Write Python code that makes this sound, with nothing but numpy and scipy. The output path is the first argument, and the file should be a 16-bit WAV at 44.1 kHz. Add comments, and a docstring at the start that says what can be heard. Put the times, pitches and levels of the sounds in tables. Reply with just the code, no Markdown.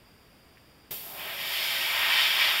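"""Airbrush on a large model

In a quiet workshop, fingers tick on the grip, then the air valve opens with a knock and a spurt of
noise that settles to a thin, high hiss. Paint adds a fine fizz of fluttering noise. As the nozzle
closes in, the jet strikes the model: a roar of noise swells, coloured by the shell's resonances, and
the hollow part rings with it. Sparse echoes come back from bench and walls over a steady room wash."""
import sys
import numpy as np
from scipy import signal
from scipy.fft import rfft, irfft
from scipy.io import wavfile

SR = 44100
rng = np.random.default_rng(int(sys.argv[2]) if len(sys.argv) > 2 else 0)


def pcm_store(signal):
    """Save signal as 16-bit PCM."""
    levels = np.round(np.clip(np.atleast_2d(signal), -1, 1) * 32767)
    wavfile.write(sys.argv[1], SR, levels.astype(np.int16).T)


N = 114660
T = np.arange(N) / SR  # seconds
HZ = np.fft.rfftfreq(N, 1 / SR) + 1  # 1 Hz up, so that the logarithm exists at zero

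VALVE_S, OPEN_S = 0.907, 0.0039  # the air valve starts to open, and the time it takes
AGE = np.maximum(T - VALVE_S, 0)  # seconds since the valve started to open
OPENING = np.minimum(AGE / OPEN_S, 1)  # 0 shut, 1 fully open

# Resonances of the model under the jet. Each row: centre in Hz, width in Hz, lift in dB.
SHELL_MODES = [(929, 53, 5.5), (1293, 59, 3), (1612, 27, 7), (1881, 32, 8.5), (2060, 17, 3.5),
               (2180, 15, 5), (2320, 26, 5.5), (2440, 28, 4.5), (2530, 31, 2), (2890, 25, 0.5),
               (3075, 120, 3.5), (3316, 69, 4), (3420, 23, 5.5), (3604, 37, 7), (3795, 22, 4.5),
               (4220, 39, 4)]
# The hollow part's main resonance. Each row: centre in Hz, width in Hz, lift in dB.
HOLLOW_MODE = [(771, 24, 10.5)]
# Dips of the microphone housing, at full strength. Each row: centre in Hz, width in Hz, change in dB.
HOUSING_DIPS = [(4084, 210, -16), (6230, 670, -13), (7840, 320, -11), (10190, 480, -11)]


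def amp(db):
    """Decibels to gain."""
    return 10 ** (np.asarray(db) / 20)


def unit(x):
    """Scales to rms 1."""
    return x / np.sqrt(np.mean(x ** 2) + 1e-20)


def curve(points):
    """Joins (seconds, value) rows by straight lines over time."""
    return np.interp(T, *np.transpose(points))


def slope(points):
    """Joins (Hz, dB) rows by straight lines on a log-frequency axis."""
    hz, db = np.transpose(points)
    return np.interp(np.log(HZ), np.log(hz), db)


def bumps(rows):
    """Response in dB of a set of resonances or dips, each a bell around its centre."""
    return sum(db / (1 + (2 * (HZ - hz) / width) ** 2) for hz, width, db in rows)


def colour(x, db):
    """Filters by a response in dB, without delay."""
    taps = np.roll(irfft(amp(db), N), N // 2)
    return signal.fftconvolve(x, taps)[N // 2:][:N]


def noise(db):
    """Random noise of rms 1 whose spectrum has the given shape in dB."""
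    white = rng.standard_normal(N)
    return unit(irfft(rfft(white) * amp(db), N))


def flutter(depth_db, rate_hz):
    """Random gain of turbulent air: slow noise, low-passed at the rate, sways the level in dB."""
    low_pass = -10 * np.log10(1 + (HZ / rate_hz) ** 4)
    return amp(depth_db * noise(low_pass))


def room_wash():
    """The workshop's steady background: shaped noise with a faint whine, dipped by the housing."""
    # Each row: frequency in Hz, relative level in dB.
    room_spectrum = [(20, -10), (75, -0.5), (190, -3), (400, -7), (700, -11), (1500, -14), (2500, -14.5),
                     (3600, -18), (4400, -18), (4800, -11), (5200, -19), (7000, -24.5), (11000, -25),
                     (16000, -26.5)]
    # A faint steady whine. Each row: centre in Hz, width in Hz, lift in dB.
    whine = [(4800, 38, 5.5)]
    level_db = -57
    return amp(level_db) * noise(slope(room_spectrum) + bumps(whine + HOUSING_DIPS))


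def handling():
    """Fingers shift on the airbrush: two faint, dull ticks of quickly fading noise."""
    # Each row: start in seconds, level in dB.
    ticks = [(.572, -51), (.580, -54.5)]
    # Each row: frequency in Hz, relative level in dB.
    tick_spectrum = [(300, -22), (1200, -12), (1900, 4), (2500, -4), (3500, -20), (10000, -40)]
    fade_s = 0.004
    strikes = sum(amp(db) * (T >= s) * np.exp(-abs(T - s) / fade_s) for s, db in ticks)
    return strikes * noise(slope(tick_spectrum))


def thump():
    """The pressure step of the opening valve: a soft low knock, a sine that dies away."""
    level_db, pitch_hz, fade_s = -43.5, 150, 0.014
    return amp(level_db) * np.sin(2 * np.pi * pitch_hz * AGE) * np.exp(-AGE / fade_s)


def valve():
    """Air flow: a quick opening, a spurt as stored hose pressure escapes, then steady at 1."""
    spurt_db, spurt_fade_s = 10, 0.068
    return OPENING * amp(spurt_db * np.exp(-AGE / spurt_fade_s))


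def jet():
    """The free jet's thin hiss follows the air flow; a low puff and a bright spit mark its start."""
    # Spectra of hiss, puff and spit. Each row: frequency in Hz, relative level in dB.
    hiss_spectrum = [(60, -38), (350, -9.5), (800, -10.5), (1300, -15), (2200, -7.5), (3400, -3.5),
                     (5500, -7.5), (7000, -8.5), (9500, -9), (11000, -5.5), (12400, 2), (14000, -3),
                     (16000, -3)]
    puff_spectrum = [(30, -10), (150, 2), (380, 3), (700, 1), (1500, -15), (5000, -38)]
    spit_spectrum = [(3000, -20), (10500, -12), (12200, -6), (13300, -3), (15000, 3), (16000, -2)]
    hiss_db = -41  # once the flow is steady
    puff_db, puff_fade_s = -50, 0.056
    spit_db, spit_fade_s = -37, 0.057  # the first air leaves the nozzle extra bright
    puff = amp(puff_db) * np.exp(-AGE / puff_fade_s) * noise(slope(puff_spectrum))
    spit = amp(spit_db) * np.exp(-AGE / spit_fade_s) * noise(slope(spit_spectrum))
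    hiss = amp(hiss_db) * valve() * noise(slope(hiss_spectrum))
    hiss = hiss * flutter(depth_db=0.5, rate_hz=150)
    return hiss + OPENING * (puff + spit)


def paint():
    """Paint tears into droplets at the needle: a fine, uneven fizz."""
    # Each row: frequency in Hz, relative level in dB.
    fizz_spectrum = [(1000, -20), (4000, 5), (5500, 0), (7000, -2.5), (9500, -6.5), (11000, 0),
                     (12700, 1.5), (14500, -1.5), (16000, -4)]
    start_s, pull_s, level_db = 1.323, 0.23, -36  # the trigger is drawn back for paint
    flow = np.clip((T - start_s) / pull_s, 0, 1)
    return amp(level_db) * flow * noise(slope(fizz_spectrum)) * flutter(depth_db=0.6, rate_hz=300)


def reach(points):
    """Gain of a level curve in dB, faded in from the valve's opening to the curve's first row."""
    fade_in = np.clip((T - VALVE_S) / (points[0][0] - VALVE_S), 0, 1) ** 2
    return amp(curve(points)) * fade_in


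def hollow():
    """The wide edge of the jet blows across the hollow part, whose resonances colour the noise."""
    # Each row: time in seconds, level in dB.
    ring_level = [(1.0, -58.5), (1.1, -49.5), (1.21, -44.5), (1.33, -47), (1.55, -47.5), (1.85, -43.5),
                  (2.08, -43.5), (2.33, -45), (2.45, -43.5), (2.6, -46)]
    # Each row: frequency in Hz, relative level in dB.
    ring_spectrum = [(60, -18.5), (150, -13), (250, -16), (360, -7.5), (460, -15), (550, -3.5), (660, 0.5),
                     (735, -4), (830, -5.5), (1200, -8), (2500, -23)]
    ring = noise(slope(ring_spectrum) + bumps(SHELL_MODES + HOLLOW_MODE))
    return ring * reach(ring_level) * flutter(depth_db=0.53, rate_hz=30)


def roar():
    """Turbulence on the model's surface, tilted by the aim and coloured by the shell."""
    # Each row: time in seconds, level in dB before the tilt.
    roar_level = [(1.1, -60), (1.15, -50), (1.21, -38.5), (1.32, -37.5), (1.45, -34), (1.62, -30),
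                  (1.78, -29.5), (1.92, -29), (2.03, -26), (2.14, -23.5), (2.23, -22), (2.28, -24.5),
                  (2.34, -27), (2.41, -22.5), (2.48, -24), (2.54, -26.3), (2.6, -27.8)]
    # Brightness as the aim changes. Each row: time in seconds, tilt in dB per octave.
    aim_tilt = [(1.15, -3), (1.3, -1), (1.55, 3.5), (1.7, 3), (1.9, -0.5), (2.03, -2.5), (2.22, 1.5),
                (2.35, 0.5), (2.47, 0.5), (2.6, -2)]
    # The jet's impact. Each row: frequency in Hz, relative level in dB.
    impact_spectrum = [(100, -37), (450, -34), (650, -23), (950, -9.5), (1450, -8), (1800, -4.5),
                       (2350, -0.5), (2750, -1.5), (3650, -2.5), (4400, -7.5), (5400, -9.5), (6200, -20.5),
                       (9000, -25.5), (16000, -35)]
    pivot_hz = 2620
    air = rfft(noise(slope(impact_spectrum) + bumps(SHELL_MODES + HOLLOW_MODE)))
    octave = np.clip(np.log2(HZ / pivot_hz), -1, 1)  # the tilt levels off an octave from the pivot
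    tilt_db = curve(aim_tilt)
    tilted = 0
    for k in (-1, 0, 1):  # three overlapping bands: below, around and above the pivot
        band = irfft(air * np.maximum(1 - abs(octave - k), 0), N)
        tilted = tilted + band * amp(k * tilt_db)
    return tilted * reach(roar_level) * flutter(depth_db=0.3, rate_hz=100)


def reflections(x, count=160):
    """Short, sparse echoes from the bench and the walls, weaker the later they arrive."""
    t60_s = 0.13  # time to fall by 60 dB
    delay = rng.uniform(0.002, 0.09, count)  # seconds
    taps = np.zeros(N)
    taps[(delay * SR).astype(int)] = rng.choice([-1, 1], count) * amp(-60 * delay / t60_s)
    return signal.fftconvolve(x, taps / np.linalg.norm(taps))[:N]


def scene():
    """The airbrush and its echoes through the microphone housing, over room wash and grip ticks."""
    echo_db = -8.5
    dip_share = 0.8  # share of the housing's dips, in dB, that the spray and its echoes get
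    spray = thump() + jet() + paint() + hollow() + roar()
    with_echoes = spray + amp(echo_db) * reflections(spray)
    heard = colour(with_echoes, dip_share * bumps(HOUSING_DIPS))
    return (room_wash() + handling() + heard)[None]


def record(dry):
    """The recorder's band limit: a steep low-pass."""
    edge_hz = 15780
    low_pass = signal.firwin(767, edge_hz, window=("kaiser", 9), fs=SR)
    return signal.oaconvolve(dry, low_pass[None], "same")


dry = scene()
out = record(dry)
pcm_store(out)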